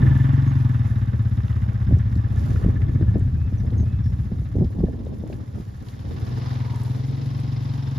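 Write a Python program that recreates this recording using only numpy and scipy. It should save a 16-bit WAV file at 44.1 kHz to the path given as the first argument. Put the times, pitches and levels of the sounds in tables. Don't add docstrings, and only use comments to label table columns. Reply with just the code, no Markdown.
import sys
import numpy as np
from scipy import signal
from scipy.fft import rfft, irfft, next_fast_len
from scipy.io import wavfile
from scipy.ndimage import uniform_filter1d

SR = 44100
rng = np.random.default_rng(int(sys.argv[2]) if len(sys.argv) > 2 else 0)


def dump_mix(stems):
    frames = np.atleast_2d(stems).T
    limited = np.clip(frames, -1, 1)
    pcm = np.round(limited * 32767).astype(np.int16)
    wavfile.write(sys.argv[1], SR, pcm)


N = 351918
TIME = np.arange(N) / SR
SIZE = next_fast_len(N + SR // 10, True)
FREQ = np.maximum(np.arange(SIZE // 2 + 1) * SR / SIZE, 1)
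CYCLE_DEG, MAX_CYCLES = 720, 256


def undb(db):
    return 10 ** (np.asarray(db) / 20)

def curve(table, column=1):
    table = np.asarray(table)
    return np.interp(TIME, table[:, 0], table[:, column])

def across(points):
    hz, value = np.transpose(points)
    return np.interp(np.log(FREQ), np.log(hz), value)

def through(x, response):
    return irfft(rfft(x, SIZE) * response, SIZE)[..., :N]

def resonance(hz, width_hz):
    return 1 / (1 + 1j * (FREQ ** 2 - hz ** 2) / (FREQ * width_hz))

def unit(x, band_hz=(1, SR)):
    mid = np.atleast_2d(x).mean(axis=0)
    return x / np.std(through(mid, (FREQ > band_hz[0]) & (FREQ < band_hz[1])))

def walk(rate):
    hold = max(int(SR / rate), 1)
    steps = uniform_filter1d(np.repeat(rng.standard_normal(N // hold + 1), hold), hold)[:N]
    return steps / np.std(steps)

def swells(table, column):
    t = TIME[::64]
    power = sum(undb(row[column]) ** 2 * np.exp(-((t - row[0]) / row[1]) ** 2) for row in table)
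    return np.interp(TIME, t, power)

def wide_noise(width, n=N):
    return rng.standard_normal(n) + width * rng.standard_normal((2, n))

def stereo_noise(envelope, colour, likeness, balance):
    alike = np.clip(across(likeness), -.8, .99)
    lean = undb(across(balance) / 2)
    gain = undb(across(colour)) / np.sqrt(lean ** 2 + lean ** -2 + 2 * alike)
    mid, side = envelope * rng.standard_normal((2, N))
    centre = through(mid, gain * np.sqrt(1 + alike) * [lean, 1 / lean])
    return centre + through(side, gain * np.sqrt(1 - alike) * [lean, -1 / lean])

def tone(pitch_hz):
    return np.sin(2 * np.pi * np.cumsum(pitch_hz) / SR)

def add(track, start_s, sound):
    start = max(int(start_s * SR), 0)
    track[..., start:start + sound.shape[-1]] += sound[..., :N - start]

def strengths(scatter_db):
    return undb(scatter_db * rng.uniform(-1, 1, size=MAX_CYCLES))

def rattling(cycle, taps, loose, settle_s):
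    strikes = np.zeros(N)
    for angle, strength in taps:
        angles = angle + 9 * rng.standard_normal(MAX_CYCLES)
        at = np.searchsorted(cycle, np.arange(MAX_CYCLES) + angles / CYCLE_DEG)
        inside = (at > 0) & (at < N)
        strikes[at[inside]] += strength * strengths(scatter_db=4)[inside]
    fade = np.exp(-1 / (settle_s * SR))
    chatter = np.sqrt(signal.lfilter([1 - fade], [1, -fade], strikes ** 2 + 1e-18))
    return strikes + loose * chatter * rng.standard_normal((2, N))

def ringing(shake, rings, wander_db):
    return unit(sum(through(shake, undb(db) * resonance(hz, width) ** 2) * undb(wander_db * walk(4))
                    for hz, width, db in rings))

# time in seconds, firings per second.
ENGINE_SPEED = [(0.0, 21.75), (0.45, 22.8), (0.62, 21.49), (0.75, 20.22), (0.87, 18.12), (1.07, 16.91),
                (1.75, 15.95), (2.0, 16.16), (2.2, 16.24), (2.4, 15.47), (2.65, 15.47), (3.1, 15.41),
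                (3.65, 15.24), (4.0, 15.44), (4.45, 14.91), (5.2, 14.43), (5.7, 15.22), (6.0, 16.26),
                (6.25, 19.94), (6.48, 21.64), (6.75, 19.7), (7.1, 22.51), (7.42, 23.05), (7.68, 23.12),
                (7.98, 22.03)]

def revs(idle_hz=15.5):
    return np.log2(curve(ENGINE_SPEED) / idle_hz)

# start in seconds, length in seconds, pitch in Hz, fall in octaves, level in dB.
WHISTLES = [(3.345, .18, 2670, .24, -61), (3.83, .17, 2650, .05, -61.5)]

def whistling_bird(rise_oct=.14):
    out = np.zeros(N)
    for start, length, hz, fall, db in WHISTLES:
        progress = np.linspace(0, 1, int(length * SR))
        bend = -rise_oct * (1 - progress) ** 2 - fall * progress ** 6
        pitch = hz * 2 ** (bend + .013 * walk(270)[:len(progress)])
        add(out, start, undb(db) * np.sqrt(4 * progress * (1 - progress)) * tone(pitch))
    return out

# start in seconds, length in seconds, pitch in Hz, level in dB.
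TRILLS = [(.472, .05, 6460, -60), (3.575, .045, 5900, -61), (3.775, .065, 6330, -57),
          (4.035, .085, 5420, -60)]

def trilling_bird(pips_per_s=50, sweep_oct=.082):
    out = np.zeros(N)
    for start, length, hz, db in TRILLS:
        t = TIME[:int(length * SR)]
        pip = t * pips_per_s % 1
        pitch = hz * 2 ** (sweep_oct * (.5 - pip) + .043 * walk(1500)[:len(t)])
        pulses = .49 + 1.36 * np.sin(np.pi * pip) ** 2
        add(out, start, undb(db) * np.sqrt(1 - t / length) * pulses * tone(pitch))
    return out

# start in seconds, peak level in dB, pitch in Hz.
TICKS = [(1.481, -38, 3280), (1.527, -44, 3420), (1.62, -40.5, 1940), (1.987, -47, 6900),
         (2.155, -44, 4800), (2.56, -30.5, 1750), (2.819, -33.5, 2100), (3.195, -47, 9000),
         (3.704, -45, 3900), (4.645, -45, 4440), (4.922, -58, 11000), (5.05, -52, 7300), (5.327, -37, 2300),
         (5.33, -43, 4350), (5.885, -38, 4100), (6.728, -50, 10500), (6.759, -43, 9500),
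         (6.834, -42.5, 11100), (7.399, -46.5, 10000)]

def ticks():
    out, t = np.zeros((2, N)), TIME[:SR // 20]
    for start, db, hz in TICKS:
        burst = wide_noise(.6, len(t)) * np.exp(-t / .0031)
        band = signal.butter(2, [hz * .7, hz * 1.13], "band", fs=SR, output="sos")
        crack = signal.sosfilt(band, burst)
        add(out, start, crack / np.abs(crack).max() * undb(db))
    return out

def boom(length_s=.03, start_hz=102.5, end_hz=53.5):
    out, progress = np.zeros(N), np.linspace(0, 1, int(length_s * SR))
    pitch = start_hz * (end_hz / start_hz) ** progress
    swell = np.sqrt(4 * progress * (1 - progress)) * (1 - progress / 2)
    add(out, 0, undb(-24.5 + 2 * walk(27)[:len(progress)]) * swell * tone(pitch))
    return out

def slap(hz):
    turns = hz * TIME[:SR // 10]
    return -6.5 * np.sin(2 * np.pi * turns) * turns * np.exp(-turns / .49)

# time in seconds, thump level in dB, slap level in dB, slap pitch in Hz.
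JOLTS = [(.009, -12.5, -36, 260), (.036, -10.5, -43, 250), (.057, -17, -33.5, 285),
         (1.889, -16, -30.5, 332), (1.91, -27, -26.5, 540), (1.923, -8, -21, 297), (1.971, -15, -35, 270),
         (2.161, -11.5, -25.5, 280), (2.198, -23, -38, 260), (2.615, -17, -30, 400),
         (2.646, -13.5, -20.5, 415), (2.662, -5.5, -25, 304), (2.685, -14, -21, 347),
         (2.891, -16.5, -22, 266), (2.957, -24, -24.5, 290), (3.01, -20, -21, 336),
         (3.028, -19, -24.5, 272), (3.157, -11, -13, 296), (3.168, -17, -25.5, 340),
         (3.21, -25, -30.5, 297), (3.28, -16, -34, 247), (3.525, -13.5, -30.5, 297), (3.687, -18, -40, 277),
         (3.727, -26, -32.5, 513), (3.805, -15, -24.5, 315), (3.87, -21, -36, 260),
         (4.319, -11.5, -21, 261), (4.419, -18.5, -46, 277), (4.554, -23, -21.5, 378),
         (4.566, -23, -23, 420), (4.584, -13.5, -19, 277), (4.611, -7, -13.5, 280),
         (4.623, -10, -16.5, 320), (4.642, -12.5, -23.5, 293), (4.786, -12, -21, 287),
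         (4.805, -8, -31, 280), (4.838, -4.5, -12, 370), (4.885, -43, -26.5, 520), (4.94, -39, -37, 480),
         (5.068, -38, -27, 490), (5.135, -22, -29, 390), (5.237, -29.5, -27.5, 503), (5.3, -34, -26.5, 525),
         (5.324, -38, -35, 487), (5.6, -19.5, -32.5, 400), (6.146, -27, -32.5, 372)]

def jolts(flutter_gain, small_per_s=14, lead_s=.03, rise_s=.0052, fall_s=.015):
    small_jolts = (rng.random(N) < small_per_s / SR) * rng.uniform(-1.4, 1, N) * flutter_gain
    thumps = undb(6) * small_jolts
    slaps = through(undb(1) * small_jolts, rfft(slap(330), SIZE))
    shudder_gain, t = np.zeros(N), TIME[:SR // 10]
    swell = np.exp(np.minimum((t - lead_s) / rise_s, (lead_s - t) / fall_s))
    for start, thump_db, slap_db, hz in JOLTS:
        thumps[int(start * SR)] += undb(thump_db)
        add(slaps, start, undb(slap_db) * slap(hz))
        add(shudder_gain, start - lead_s, undb(slap_db) * swell)
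    thump = .8 * np.sin(2 * np.pi * 170 * t) * np.exp(-t / .0072)
    push = .36 * np.sin(2 * np.pi * 66 * t) * np.exp(-t / .019)
    shudder = unit(through(wide_noise(.5), resonance(261, 150) ** 2))
    hits = through(thumps, rfft(thump + push, SIZE)) + slaps
    muffle = 1 / np.sqrt(1 + (FREQ / 780) ** 8)
    return through(hits + undb(-10) * shudder_gain * shudder, muffle)

# frequency in Hz, level in dB.
RUMBLE_COLOUR = [(18, -43), (35, -6), (60, 3), (85, 7), (130, -1), (300, -19), (500, -82)]
FLUTTER_COLOUR = [(90, 7), (200, 15.5), (330, 7.5), (500, -1), (750, -9), (1100, -16.5), (1600, -64.5)]
# time in seconds, rumble in dB, flutter in dB.
BREEZE = [(0, -36, -58), (.9, -40.5, -57), (1.75, -39, -52.5), (2.05, -36.5, -54.5), (3.0, -33, -54),
          (4.3, -36, -54.5), (5.0, -43, -64.5), (6.9, -55.5, -50.5), (7.98, -45, -57.5)]
# middle in seconds, half length in seconds, rumble in dB, flutter in dB.
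BUMP_SWELLS = [(.04, 0.076, -24.5, -44.5), (1.93, 0.035, -24.5, -47.5), (2.58, 0.17, -36, -46),
               (3.03, 0.23, -30.5, -55), (3.76, 0.092, -38, -45.5), (4.6, 0.045, -25.5, -50.5),
               (4.86, 0.1, -42, -45), (5.08, 0.1, -58, -47.5), (5.27, 0.21, -61, -48.5),
               (5.58, 0.033, -54, -49), (6.22, 0.17, -39.5, -48.5)]

def breeze_and_bumps():
    rumble_gain = np.sqrt(undb(curve(BREEZE)) ** 2 + swells(BUMP_SWELLS, column=2))
    flutter_gain = np.sqrt(undb(curve(BREEZE, column=2)) ** 2 + swells(BUMP_SWELLS, column=3))
    rumble = unit(through(wide_noise(.15), undb(across(RUMBLE_COLOUR))), band_hz=(25, 62))
    flicker = wide_noise(1.42) * undb(3 * walk(90))
    flutter = unit(through(flicker, undb(across(FLUTTER_COLOUR))), band_hz=(400, 800))
    return rumble * rumble_gain + undb(-2) * flutter * flutter_gain + jolts(flutter_gain)

# frequency in Hz, level in dB.
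HISS_COLOUR = [(240, -53), (400, 0.5), (448, 5), (605, -5), (739, 0), (807, -1), (1100, -5.5), (1400, -8.5),
               (1800, -9.5), (2720, -10.5), (3680, -9.5), (5290, -12.5), (8000, -34.5), (10400, -56),
               (17600, -120)]
# frequency in Hz, how alike left and right are (higher is more alike).
HISS_LIKENESS = [(60, 0.91), (130, 0.93), (290, 0.79), (630, -0.58), (1370, -0.3), (2990, 0.89),
                 (6530, 0.12), (14300, -0.022)]
# frequency in Hz, left minus right in dB.
HISS_BALANCE = [(60, 2.5), (110, 1), (200, 6), (370, 8), (680, -7.5), (1250, 0), (2300, 5), (4230, 3),
                (7770, 14.5), (14300, -3)]

def hiss(envelope):
    return unit(stereo_noise(envelope, HISS_COLOUR, HISS_LIKENESS, HISS_BALANCE), band_hz=(3300, 5600))

# frequency in Hz, level in dB.
GRASS_COLOUR = [(1500, -10), (3000, -13), (6000, 3), (7300, 2.5), (8300, -20), (9600, 1.5), (11500, -1),
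                (14500, -7.5)]
# middle in seconds, half length in seconds, crackle in dB, swish in dB.
TUFTS = [(.1, 0.11, -70, -70), (.97, 0.084, -71.5, -70), (2.5, 0.14, -65, -60.5), (5.3, 0.018, -69.5, -69),
         (5.6, 0.06, -71.5, -67), (5.89, 0.038, -70, -69), (6.42, 0.24, -70.5, -70), (6.84, 0.12, -68, -67)]

def grass(snaps_per_s=120, snap_s=.00065):
    snaps = (rng.random(N) < snaps_per_s / SR) * undb(np.minimum(4 * rng.exponential(size=N), 14))
    fade = np.exp(-1 / (snap_s * SR))
    crush = undb(2 * walk(1500) + 1.8 * walk(40)) + 1.1 * signal.lfilter([1], [1, -fade], snaps)
    crackle = stereo_noise(crush, GRASS_COLOUR, HISS_LIKENESS, CLATTER_BALANCE)
    crackle_gain = np.sqrt(undb(-74 + 8 * revs()) ** 2 + swells(TUFTS, column=2))
    swish = hiss(crush) * np.sqrt(swells(TUFTS, column=3))
    return unit(crackle, band_hz=(9500, 14000)) * crackle_gain + swish

# middle in seconds, half length in seconds, level in dB.
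GRINDS = [(.35, 0.45, -57), (6.3, 0.083, -60), (6.76, 0.12, -49), (7.88, 0.23, -58.5)]
# pitch in Hz, width in Hz, level in dB.
DRIVE_RINGS = [(767, 110, -5.5), (940, 170, 3.5), (1068, 130, -0.5)]

def grind():
    rub = wide_noise(.62) * undb(2.2 * walk(120))
    gain = np.sqrt(swells(GRINDS, column=2)) * undb([[-3], [2.5]])
    return ringing(rub, DRIVE_RINGS, wander_db=3.5) * gain

KNOCKS = [(-64, 570, 3), (38.5, 360, 1.4), (399.5, 60, 0.18)]

def knocking(cycle, scatter_db):
    force = 0
    for angle, fade, strength in KNOCKS:
        number, since = np.divmod(cycle - angle / CYCLE_DEG + 1, 1)
        peak = strength * strengths(scatter_db)[number.astype(int)]
        force += peak * np.exp(-since * CYCLE_DEG / fade)
    return force

def load_db(start_s=5.63, rise_s=.884, ease_s=.14, pull_db=10.5, cruise_db=6.5):
    rise = np.clip((TIME - start_s) / rise_s, 0, 1)
    ease = np.exp(-np.maximum(TIME - start_s - rise_s, 0) / ease_s)
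    return rise * (cruise_db + (pull_db - cruise_db) * ease)

GUARD_TAPS = [(-72, 1.0), (-42, 1.6), (15, 1.0), (85, 1.0), (450, .7)]
# pitch in Hz, width in Hz, level in dB.
GUARD_RINGS = [(1620, 140, 3), (2040, 280, 8), (2650, 200, 0), (3230, 200, 2), (3660, 260, 7),
               (3930, 180, 3), (5080, 100, 7), (5300, 320, 1.5)]
# multiple of the firing rate, level within the rasp in dB.
GEAR_WHINE = [(32, -4), (47, -2.5)]

def rasp(cycle):
    rush = hiss((4 + knocking(cycle, scatter_db=1.5)) * undb(1.8 * walk(400)))
    buzz = ringing(rattling(cycle, GUARD_TAPS, loose=1, settle_s=.003), GUARD_RINGS, wander_db=2.5)
    whine = sum(undb(db + 2.9 * walk(4.9)) * np.sin(2 * np.pi * multiple * cycle + 1.2 * walk(40))
                for multiple, db in GEAR_WHINE)
    return (undb(2.5) * rush + undb(.5) * buzz + whine) * undb(-71.5 + 9 * revs() + load_db())

# time in seconds, exhaust in dB, clatter in dB.
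IDLE_LEVELS = [(0, -17.5, -48), (1.1, -21, -55.5), (2.7, -21.5, -54.5), (3.3, -22.5, -61),
               (4.0, -22, -60.5), (4.55, -28.5, -63.5), (5.05, -36.5, -67.5), (5.35, -32, -64),
               (5.8, -37, -65.5), (6.55, -25.5, -57.5), (7.2, -27, -68.5), (7.98, -27, -63)]

def engine_gain(column, db_per_octave):
    return undb(curve(IDLE_LEVELS, column) + db_per_octave * revs())

# frequency in Hz, level in dB.
CLATTER_COLOUR = [(260, -35), (450, -11), (477, -23.5), (520, -8), (701, -7.5), (834, -3), (927, -10),
                  (1070, -2.5), (1590, -7), (1750, -4), (2410, -13.5), (3610, -18.5), (4500, -42),
                  (5850, -60), (9900, -120)]
# frequency in Hz, how alike left and right are (higher is more alike).
CLATTER_LIKENESS = [(60, -2.2), (130, -2), (290, -4.5), (630, -3), (1370, -2.07), (2990, 4), (6530, -0.5),
                    (14300, -1.5)]
# frequency in Hz, left minus right in dB.
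CLATTER_BALANCE = [(60, 6), (110, 3), (200, 0.5), (370, 6.5), (680, -3.5), (1250, -15.5), (2300, -5),
                   (4230, -1), (7770, -1), (14300, 0.5)]
PISTON_TAPS = [(-35, 1.1), (0, 1.7), (45, 1.3), (100, 1.7), (545, .6)]
VALVE_TAPS = [(-55, .7), (-10, 1), (360, .6), (525, .9)]
# pitch in Hz, width in Hz, level in dB.
CASING_RINGS = [(1255, 130, -8), (1580, 60, -1), (1750, 65, 5), (1810, 130, -3), (2060, 200, -7)]
COVER_RINGS = [(3520, 260, 0), (3700, 260, -1), (5150, 600, -9)]
# time in seconds, level in dB.
CASING_LEVEL = [(0, -1), (1.2, -3), (1.6, -0.5), (2.35, -5), (2.9, 3), (3.6, -1.5), (5.6, -5), (6.4, -4.5),
                (7.98, -1)]

def clatter(cycle):
    shake = (2 + knocking(cycle, scatter_db=4)) * undb(2.2 * walk(500))
    churn = stereo_noise(shake, CLATTER_COLOUR, CLATTER_LIKENESS, CLATTER_BALANCE)
    churn = undb(1) * unit(churn, band_hz=(1100, 2200))
    piston = rattling(cycle, PISTON_TAPS, loose=.8, settle_s=.002)
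    casing = undb(curve(CASING_LEVEL)) * ringing(piston, CASING_RINGS, wander_db=2.5)
    valves = rattling(cycle, VALVE_TAPS, loose=.6, settle_s=.002)
    cover = undb(-15) * ringing(valves, COVER_RINGS, wander_db=4)
    return (churn + casing + cover) * engine_gain(column=2, db_per_octave=2)

def puff(cycle, angle, spread):
    position = cycle - angle / CYCLE_DEG + 1
    nearest = np.round(position).astype(int)
    bell = np.exp(-((position - nearest) * CYCLE_DEG / spread) ** 2 / 2)
    return strengths(scatter_db=1.8)[nearest] * bell / spread

PUFFS = [(-9, 11, 0.062, 0.21), (105, 19.3, 0.142, 0.006), (203, 15.5, -0.067, .115), (375, 41, -0.33, .2)]

def gas_flow(cycle, bark=.14):
    octaves = revs()
    flow = sum((amount + growth * octaves) * puff(cycle, angle, spread)
               for angle, spread, amount, growth in PUFFS)
    throttle = np.maximum(uniform_filter1d(np.gradient(octaves) * SR, SR // 4), 0)
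    burst_angle, burst_spread = PUFFS[0][:2]
    return flow + bark * throttle * puff(cycle, burst_angle, burst_spread)

# pitch in Hz, width in Hz, share (negative flips the wave).
PIPE_RINGS = [(71.2, 13, -0.29), (116.4, 9, -0.33), (133.4, 20, 0.72), (232.8, 16, 0.71), (232, 90, 0.14),
              (266.6, 17, 0.65)]

def pipe(pitch_ratio, width_ratio, silencer_width_hz, silencer_hz=104):
    rings = sum(share * resonance(hz * pitch_ratio, width * width_ratio)
                for hz, width, share in PIPE_RINGS)
    return rings * resonance(silencer_hz, silencer_width_hz)

def exhaust(cycle, hot_octaves=.55):
    flow = gas_flow(cycle)
    hot = through(flow, pipe(pitch_ratio=1, width_ratio=1, silencer_width_hz=26))
    cool = through(flow, pipe(pitch_ratio=.93, width_ratio=1.8, silencer_width_hz=38))
    heat = np.clip(revs() / hot_octaves, 0, 1)
    thud = heat * hot + (1 - heat) * cool
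    power = uniform_filter1d(uniform_filter1d(thud ** 2, SR // 5), SR // 5)
    delay = np.exp(-2j * np.pi * FREQ * np.array([[.00036], [0]]))
    even_thud = through(thud / np.sqrt(power), delay) * undb([[1], [-.6]])
    return even_thud * engine_gain(column=1, db_per_octave=4.5)

def scene():
    cycle = .597 + np.cumsum(curve(ENGINE_SPEED)) / SR
    bike = exhaust(cycle) + clatter(cycle) + rasp(cycle) + grind()
    return bike + grass() + breeze_and_bumps() + boom() + ticks() + whistling_bird() + trilling_bird()

def record(dry, low_hz=28, top_hz=14900):
    dry = signal.sosfilt(signal.butter(3, low_hz, "high", fs=SR, output="sos"), dry)
    return signal.sosfilt(signal.ellip(8, .2, 70, top_hz, fs=SR, output="sos"), dry)


dry = scene()
out = record(dry)
dump_mix(out)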